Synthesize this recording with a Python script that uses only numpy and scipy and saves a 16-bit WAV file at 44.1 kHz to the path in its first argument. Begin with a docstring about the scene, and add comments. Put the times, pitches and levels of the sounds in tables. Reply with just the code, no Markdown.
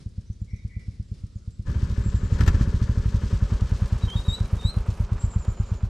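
"""A motorcycle on a wooded road

A single-cylinder bike thumps far off across a meadow. Then the scene jumps close: it comes from the
left, barks at a blip of the throttle, passes over gravel and rides away. Each firing of the engine
pushes a puff of gas through the silencer, while the casing rattles and the tyres and chain hiss.
Birds twitter, call, trill and whistle, and the trees echo them."""
import sys
import numpy as np
from scipy import signal
from scipy.fft import rfft, irfft
from scipy.io import wavfile

SR = 44100
rng = np.random.default_rng(int(sys.argv[2]) if len(sys.argv) > 2 else 0)


def put_to_file(sound):
    """Save the sound as 16-bit audio at rate SR, in the file named by the first command-line argument."""
    columns = np.atleast_2d(sound).T  # one column per channel
    safe = np.clip(columns, -1, 1)
    whole_steps = np.round(safe * 32767)
    wavfile.write(sys.argv[1], SR, whole_steps.astype(np.int16))


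N = 259749
TIME = np.arange(N) / SR
HZ = np.fft.rfftfreq(N, 1 / SR) + 1e-3


def gain_of(db):
    """Turns decibels into a number to multiply by."""
    return 10 ** (np.asarray(db) / 20)


def evened(x):
    """Scales a signal to an average (rms) level of 1."""
    return x / np.sqrt(np.mean(x ** 2) + 1e-20)


def curve(rows, column=1):
    """Joins a table's points in time with straight lines."""
    rows = np.array(rows)
    return np.interp(TIME, rows[:, 0], rows[:, column])


def colour(x, points, peaks=()):
    """Shapes a tone by (Hz, dB) points and ringing peaks, then evens its level."""
    hz, db = np.transpose(points)
    octaves_outside = np.maximum(np.log2(hz[0] / HZ), 0) + np.maximum(np.log2(HZ / hz[-1]), 0)
    db = np.interp(np.log(HZ), np.log(hz), db) - 24 * octaves_outside
    db += sum(lift / (1 + (2 * (HZ - centre) / width) ** 2) for centre, width, lift in peaks)
    return evened(irfft(rfft(x) * gain_of(db), N))


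def muffled(x, hz, steepness):
    """Takes away the treble above hz."""
    return irfft(rfft(x) / (1 + (HZ / hz) ** steepness), N)


def noise(spread):
    """White noise shared by both ears, plus some of their own."""
    return evened(rng.standard_normal(N) + spread * rng.standard_normal((2, N)))


def wander(hz):
    """A random wobble, with little motion faster than hz."""
    return evened(irfft(rfft(rng.standard_normal(N)) * np.exp(-(HZ / hz) ** 2), N))


def bursts(rows, rise_s=0.0022):
    """A level that jumps up and dies away at each (start, dB, fade time)."""
    level = np.zeros(N)
    for start, db, fade_s in rows:
        age = np.maximum(TIME - start, 0)
        level += gain_of(db) * (1 - np.exp(-age / rise_s)) * np.exp(-age / fade_s)
    return level


def tails(hits, fade_s):
    """Gives each hit a fading tail."""
    return signal.lfilter([1], [1, -np.exp(-1 / (fade_s * SR))], hits)


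def panned(db):
    """Left and right gains; positive dB leans left."""
    left = gain_of(db) * np.ones(N)
    return 2 * np.array([left, np.ones(N)]) / (1 + left)


def treble_panned(x, db):
    """Low notes bend round the listener, so only higher ones lean to one side."""
    low = muffled(x, 560, steepness=4)
    return low + (x - low) * panned(db)


def woods(x, echo_s):
    """Scattered echoes off trunks and leaves, different at each ear."""
    t = TIME[:SR]
    echoes = rng.standard_normal((2, SR)) * (rng.random((2, SR)) < .05)
    echoes *= gain_of(-60 * t / echo_s) * (t > .006)
    return signal.fftconvolve(x[None], echoes / np.linalg.norm(echoes[0]), axes=1)[:, :N]


def resonance(hz, width):
    """A filter that rings at one pitch."""
    return 1 / (1 + 1j * (HZ - hz ** 2 / HZ) / width)


def puff(hz):
    """The spectrum of a rounded puff of gas, with little above hz."""
    return np.exp(-(HZ / hz) ** 2 / 2)


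def count_cycles(ride):
    """Counts engine cycles; the engine fires at each whole number."""
    return .5 + np.cumsum(curve(ride) * (TIME >= ride[0][0])) / SR


def strokes(cycles, lag, uneven_db):
    """One hit of uneven size per cycle, lag cycles after the firing."""
    hits = np.diff(np.floor(cycles - lag), prepend=np.floor(cycles[0] - lag))
    return hits * gain_of(uneven_db * rng.standard_normal(N))


def beat(cycles, lag, fade):
    """A level that jumps once a cycle and fades; lag and fade are in cycles."""
    return np.exp(-((cycles - lag) % 1) / fade)


# The silencer's notes. Each row: pitch in Hz, width in Hz, gain (minus flips the wave).
SILENCER_NOTES = [(48.5, 26, -1.4), (110, 48, 3.35), (121.5, 32, -2.4), (195, 42, -1.0)]
# The tail pipe's overtones. Each row: pitch in Hz, width in Hz, relative level in dB.
PIPE_NOTES = [(229, 34, 5.5), (294, 72, -2), (387, 110, -24), (558, 78, -25.5)]


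def thump(cycles, strength_db, odd_db, soft_hz, sharpness, suction):
    """Each firing puffs through the silencer; a third of a cycle later the intake booms in the air box."""
    strength = gain_of(strength_db)
    firings = strength * gain_of(odd_db) * strokes(cycles, 0, .4)
    intakes = strength * suction * strokes(cycles, .325, .8)
    silencer = sum(gain * resonance(hz, width) for hz, width, gain in SILENCER_NOTES)
    pipe = sum(gain_of(db) * resonance(hz, width) for hz, width, db in PIPE_NOTES)
    exhaust = rfft(firings) * puff(soft_hz) * silencer
    air_box = rfft(intakes) * puff(118.6) * resonance(55.8, width=40)
    ring = rfft((firings + 0.35 * intakes) * sharpness) * puff(300) * pipe  # sharp puffs ring the pipe
    ring *= np.exp(-2j * np.pi * HZ * .0015)  # 1.5 ms later
    return gain_of(46) * irfft(exhaust + air_box - ring, N)


def valve_ticks(cycles, lag, second_gain, level_db):
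    """The valves make two tiny bright ticks a cycle."""
    hits = strokes(cycles, lag, 1.1) + second_gain * strokes(cycles, 0.23, 2.2)
    tone = [(5000, 3.5), (8000, -1.5), (10300, -4.5), (12500, -1), (14000, -22)]
    return gain_of(level_db) * colour(noise(1) * tails(hits, fade_s=0.0068), tone)


# The far engine. Each row: time in seconds, firings per second, relative strength in dB.
FAR_ENGINE = [(0.0, 8.523, -23.7), (0.2, 8.277, -21.4), (0.4, 8.663, -21.9), (0.55, 8.58, -20.7),
              (0.95, 8.629, -22.4), (1.2, 8.207, -22.5), (1.35, 8.347, -24.0), (1.65, 8.599, -22.0)]
# Echoes off the hillside. Each row: delay in seconds, level in dB against the thump.
HILLSIDE = [(0.054, -22), (.071, -24)]


def far_bike():
    """A distant engine thumps, chuffs and ticks; hill and trees send the thump back."""
    cycles = count_cycles(FAR_ENGINE)
    engine = thump(cycles, curve(FAR_ENGINE, column=2), odd_db=0, soft_hz=147, sharpness=0.053, suction=.25)
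    hill = sum(gain_of(db) * np.interp(TIME - delay, TIME, engine, left=0) for delay, db in HILLSIDE)
    trees = gain_of(-10) * woods(engine, echo_s=1).mean(0)
    flow = rng.standard_normal(N) * beat(cycles, .04, 0.18)
    chuff = gain_of(-59) * colour(flow, [(150, 7), (300, -7.5), (550, -16.5), (750, -32.5)])
    ticks = valve_ticks(cycles, lag=.27, second_gain=.2, level_db=-77)
    ticks = muffled(ticks, 10500, steepness=12)  # the air swallows the top
    return engine + hill + trees + chuff + ticks


# The tone of the open air. Each row: pitch in Hz, relative level in dB.
AIR_TONE = [(30, 17.5), (110, 19), (200, 12.5), (330, 5.5), (500, -0.5), (750, -13.5), (1500, -12),
            (2700, -13), (3800, -9.5), (5200, -8.5), (6400, -14), (7600, -15.5), (9500, -19), (12000, -34),
            (15500, -58)]
# Leaf rustles. Each row: start in seconds, strength in dB against the air, fade time in seconds.
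LEAF_RUSTLES = [(0.0, 5.5, 0.037), (.795, 0, 0.13), (1.138, 3, 0.067)]


def meadow_air():
    """Air rushes softly over the meadow, swelling when dry leaves rustle."""
    air = colour(noise(0.71) * gain_of(wander(40)), AIR_TONE)
    return gain_of(-55.5) * air * (1 + bursts(LEAF_RUSTLES, rise_s=0.0048))


def bird(notes, overtone_db, waver, echo_db, echo_s, pan_db):
    """Nearly pure notes that bend through three pitches, echoed by the trees."""
    song, tremble = np.zeros(N), 1 + waver * wander(158)
    for start, length, first, middle, last, db in notes:
        at = np.flatnonzero((TIME >= start) & (TIME < start + length))
        arch = np.polyfit([0, .5, 1], [first, middle, last], 2)
        hz = np.polyval(arch, np.linspace(0, 1, len(at)))
        phase = 2 * np.pi * np.cumsum(hz * tremble[at]) / SR
        # low, soft notes are purer
        bright_db = overtone_db + 70 * np.log10(np.minimum(hz / 4000, 1)) + 0.56 * (db + 36)
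        overtones = gain_of(bright_db) * np.sin(2 * phase) + gain_of(2.15 * bright_db) * np.sin(3 * phase)
        fade = signal.windows.tukey(len(at), .5)
        song[at] += gain_of(db) * np.sqrt(2) * (np.sin(phase) + overtones) * fade
    return song * panned(pan_db) + gain_of(echo_db) * woods(song, echo_s)


# Twitters. Each row: start and length in seconds, middle pitch and slide in Hz, level in dB.
TWITTER_NOTES = [(0.257, 0.032, 6000, 400, -70), (0.31, 0.039, 6050, 398, -69),
                 (0.405, 0.028, 7360, 400, -71), (0.499, .023, 5700, 40, -67), (.54, 0.11, 3800, -70, -75),
                 (0.554, 0.029, 5940, -900, -68.5), (.835, .02, 5370, -230, -70),
                 (1.04, .13, 7350, -500, -78), (1.27, 0.24, 7600, 60, -83), (1.348, .045, 6750, -1000, -71),
                 (1.508, .054, 7700, -150, -71)]


def twitters():
    """Distant birds sing thin, sliding notes."""
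    notes = [(start, length, hz - slide / 2, hz, hz + slide / 2, db)
             for start, length, hz, slide, db in TWITTER_NOTES]
    return bird(notes, overtone_db=-63, waver=0.014, echo_db=-1.5, echo_s=0.4, pan_db=-5)


# Calls from deep in the woods. Each row: start in seconds, top pitch in Hz, level in dB.
CALL_NOTES = [(.465, 2172, -65), (.68, 2177, -63), (1.181, 1330, -81.5), (1.359, 1304, -80.5)]


def hoarse_calls(length_s=0.0984, dip=0.054):
    """Short calls rise and fall; a strong waver makes them hoarse."""
    notes = [(start, length_s, hz * (1 - dip), hz, hz * (1 - dip), db) for start, hz, db in CALL_NOTES]
    return bird(notes, overtone_db=-27, waver=0.06, echo_db=7, echo_s=0.74, pan_db=9)


def distance_db(pass_s=4, nearest_m=3.45, metres_per_s=3.19):
    """How much distance quietens the passing bike: 0 dB at its closest."""
    along = metres_per_s * (TIME - pass_s)
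    return 20 * np.log10(nearest_m / np.hypot(along, nearest_m))


# The near engine's speed. Each row: time in seconds, firings per second.
NEAR_ENGINE = [(1.65, 14.186), (1.801, 14.25), (1.868, 13.379), (2.328, 10.572), (2.463, 14.468),
               (2.62, 16.222), (2.795, 13.202), (3.241, 10.738), (3.84, 9.704), (4.21, 7.795),
               (4.749, 8.532), (5.071, 8.562), (5.287, 8.186), (5.9, 8.755)]
# The throttle. Each row: time in seconds, opening from 0 (shut) to 1 (wide open).
THROTTLE_OPENING = [(1.66, 0.67), (1.9, 0.54), (2.3, 0.53), (2.42, 0.98), (2.6, 0.82), (2.72, 0.56),
                    (3.5, 0.37), (4.0, 0.22), (5.85, 0.08)]
# Firings that stumble or kick. Each row: time in seconds, dB against an even firing.
STUMBLES_AND_KICKS = [(1.685, -2), (1.76, -2.5), (1.9, -8), (2.41, -1.5), (2.48, 2), (2.67, -1.5)]


def near_bike():
    """The bike passes close: engine speed sets the beat, throttle the bite, distance the level."""
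    cycles, throttle = count_cycles(NEAR_ENGINE), curve(THROTTLE_OPENING)
    odd_db = sum(db * (abs(TIME - when) < .03) for when, db in STUMBLES_AND_KICKS)
    strength_db = -11 + 0.23 * distance_db()
    engine = thump(cycles, strength_db, odd_db, soft_hz=130,
                   sharpness=0.16 * throttle, suction=0.57 + 1.1 * throttle)
    ticks = valve_ticks(cycles, lag=.2, second_gain=.6, level_db=-76) * panned(6)
    return engine + ticks + rumble(cycles, throttle) + rattle(cycles, throttle) + hiss(cycles, throttle)


def rumble(cycles, throttle):
    """Gas flows roughly after each firing, louder with the throttle open."""
    flow = rng.standard_normal(N) * (.5 + beat(cycles, 0.026, 0.23))
    tone = [(30, 3), (90, -1.5), (190, -12), (270, -22), (400, -36.5)]
    return colour(flow, tone) * gain_of(-41.5 + 20 * throttle)


# The rattle's tone from in front and from behind. Each row: pitch in Hz, relative level in dB.
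FRONT_TONE = [(200, 12.5), (300, -9.5), (420, -0.5), (570, -12), (740, -18), (1000, -10.5), (1750, -13),
              (2200, -20.5), (3500, -31), (6000, -35.5)]
REAR_TONE = [(200, 7), (300, -7.5), (400, 2), (600, -5), (800, -5.5), (1300, -5.5), (1800, -15.5),
             (2500, -16.5), (4000, -29.5), (6000, -43)]
# The casing's ringing notes. Each row: pitch in Hz, width in Hz, boost in dB.
CASING_NOTES = [(405, 36, 2), (561, 49, 11), (950, 65, 3), (1266, 47, 3.5), (1720, 50, 7), (3000, 17, 2.5),
                (3140, 58, 14.5)]
# Loose parts clank over bumps. Each row: start in seconds, strength in dB against the rattle.
BUMP_CLANKS = [(2.225, -7), (2.305, -5), (5.113, -7), (5.178, 8), (5.444, 7)]
# Where the bike is heard. Each row: time in seconds, lean to the left in dB.
BIKE_SIDE = [(1.66, 15.5), (2.66, 10), (3.6, 3), (5.1, -3.5), (5.89, -3.5)]


def rattle(cycles, throttle):
    """Firings and valves make the casing ring; its tone changes as the bike goes by."""
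    pulse = 1 + 0.5 * beat(cycles, 0.0082, 0.32) + 1.25 * beat(cycles, .78, 0.15)
    hits = strokes(cycles, .05, 3.8) + 1.3 * strokes(cycles, .8, 1.7) + 0.8 * strokes(cycles, .3, 4)
    one_knock = rng.standard_normal(SR) * TIME[:SR] * np.exp(-TIME[:SR] / 0.012)
    knocks = signal.fftconvolve(hits, one_knock)[:N]
    shaking = evened(pulse * noise(0.18) * gain_of(0.71 * wander(97))) + 0.59 * evened(knocks)
    front = colour(shaking, FRONT_TONE, CASING_NOTES)
    rear = colour(shaking, REAR_TONE, [(hz, width, boost / 2) for hz, width, boost in CASING_NOTES])
    past = np.clip((TIME - 3) / 1.9, 0, 1)
    casing = (1 - past) * front + past * rear
    casing *= gain_of(-46.5 + 0.67 * distance_db() + 13.5 * throttle)
    casing *= 1 + bursts([(start, db, 0.0077) for start, db in BUMP_CLANKS])
    return treble_panned(casing, curve(BIKE_SIDE))


# The tone of the hiss. Each row: pitch in Hz, relative level in dB.
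HISS_TONE = [(1200, -11), (2600, 1.5), (4400, 2), (6200, 0), (7900, -4), (9000, -10.5), (10500, -22),
             (12500, -18.5), (13500, -33), (15000, -30)]


def hiss(cycles, throttle):
    """Tyres and chain fizz, pulsing a little with the engine."""
    pulse = 1 + 0.35 * beat(cycles, 0.16, 0.22)
    fizz = noise(0.44) * pulse * gain_of(1.46 * wander(190) + 1.82 * wander(26))
    level_db = -57 + 0.94 * distance_db() + 12.3 * throttle
    return colour(fizz, HISS_TONE) * gain_of(level_db) * panned(0.43 * curve(BIKE_SIDE) + 1)


# A small bird's trills. Each row: start in seconds, length in seconds, opening level in dB.
TRILL_RUNS = [(2.026, .34, -55), (5.185, .6, -50)]


def trills(top_hz=7520, sink_hz_per_s=880, fade_db_per_s=23, gap_s=0.023):
    """One long note leads a run of short ones that sink and fade; each climbs, then hooks down."""
    notes = []
    for start, length, db in TRILL_RUNS:
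        age, note_s = 0, .088
        while age < length and start + age < TIME[-1]:
            top = top_hz - sink_hz_per_s * age
            notes.append((start + age, note_s, top - 225, top, top - 630, db - fade_db_per_s * age))
            age += note_s + gap_s
            note_s = 0.065
    return bird(notes, overtone_db=-63, waver=0.021, echo_db=-3, echo_s=0.3, pan_db=4.5)


# Throttle barks. Each row: start in seconds, relative level in dB, fade time in seconds.
BARK_HITS = [(2.386, -41, 0.017), (2.406, -26, 0.008), (2.462, -32, .008), (2.476, -23, 0.01),
             (2.545, -39.5, 0.012), (2.609, -34.5, 0.0064)]
# A bark's tone. Each row: pitch in Hz, relative level in dB.
BARK_TONE = [(300, 8), (500, 0), (750, -4), (1000, -2.5), (1350, 2.5), (1800, -2), (2300, -4.5),
             (3400, -10), (5000, -11), (7700, -15), (9500, -32), (12500, -22.5), (15000, -41)]
# The casing rings under a bark. 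Each row: pitch in Hz, width in Hz, boost in dB.
BARK_NOTES = [(1340, 110, 9), (1740, 120, 10.5)]


def barks():
    """A blip of the throttle makes a few firings crack."""
    crack = colour(noise(0.25), BARK_TONE, BARK_NOTES) * bursts(BARK_HITS)
    return treble_panned(gain_of(2) * crack, db=12.6)


# Gulps of air at the open throttle. Each row: time in seconds, relative level in dB.
AIR_GULPS = [(2.4049, -7), (2.476, -8), (2.5448, -12), (2.6114, -2.5)]


def gulps():
    """Sudden gulps of air boom in the air box."""
    hits = np.zeros(N)
    for when, db in AIR_GULPS:
        hits[round(when * SR)] = gain_of(db + 45.5)
    return irfft(rfft(hits) * puff(150) * resonance(62, width=54), N)


# Snaps of grit. Each row: start in seconds, relative level in dB.
GRIT_SNAPS = [(3.608, -45.5), (3.858, -44.5), (4.101, -42.5), (4.401, -47), (4.428, -55), (4.457, -46.5),
              (4.611, -46), (4.785, -49.5), (5.131, -50.5), (5.449, -49.5)]


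def grit():
    """Small stones snap under the tyres."""
    snap = colour(noise(0.21), [(1200, 6.5), (3500, 2.5), (7500, -1), (10000, -9.5), (14500, -32)])
    return gain_of(14.5) * snap * bursts([(start, db, .002) for start, db in GRIT_SNAPS])


# The tone of the crunch. Each row: pitch in Hz, relative level in dB.
GRAVEL_TONE = [(2500, 1), (5000, -3), (9500, 5), (12500, -4), (14500, -13)]


def gravel(middle_s=4.4, spread_s=0.41, peak_stones_per_s=58):
    """Fine stones crunch under the tyres at random, most often in the middle of the patch."""
    rate = peak_stones_per_s * np.exp(-((TIME - middle_s) / spread_s) ** 2 / 2)
    stones = (rng.random(N) < rate / SR) * gain_of(1.2 * rng.standard_normal(N))
    power = tails(stones ** 2, fade_s=0.0069)
    return gain_of(-61.5) * np.sqrt(power) * colour(noise(.9), GRAVEL_TONE)


# Whistles. Each row: start and length in seconds, first, middle and last pitch in Hz, level in dB.
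WHISTLE_NOTES = [(4.015, 0.047, 3890, 3840, 3740, -47), (4.070, 0.088, 3270, 3130, 3490, -41.5),
                 (4.155, 0.049, 3760, 3730, 3750, -40.5), (4.240, 0.04, 3610, 3880, 3850, -49.5),
                 (4.277, 0.054, 3800, 3758, 3750, -34.5), (4.322, 0.04, 3770, 3904, 4000, -33.5),
                 (4.580, 0.075, 3770, 3690, 3750, -49), (4.635, 0.084, 3670, 3965, 4280, -36.5)]


def whistles():
    """A nearby bird whistles a quick, clear phrase."""
    return bird(WHISTLE_NOTES, overtone_db=-15, waver=0.0064, echo_db=-8, echo_s=0.27, pan_db=1.5)


def scene(jump_s=1.66, blend_s=0.029):
    """The far scene gives way to the near one, with birds over both."""
    far = far_bike() + meadow_air()
    near = near_bike() + gulps() + barks() + grit() + gravel()
    birds = whistles() + trills() + twitters() + hoarse_calls()
    blend = np.clip((TIME - jump_s) / blend_s + .5, 0, 1)
    return (1 - blend) * far + blend * near + birds


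def record(dry, top_hz=15600):
    """Takes away the very highest treble."""
    lowpass = signal.firwin(511, top_hz, window=("kaiser", 9), fs=SR)
    return signal.oaconvolve(dry, lowpass[None], "same")


dry = scene()
out = record(dry)
put_to_file(out)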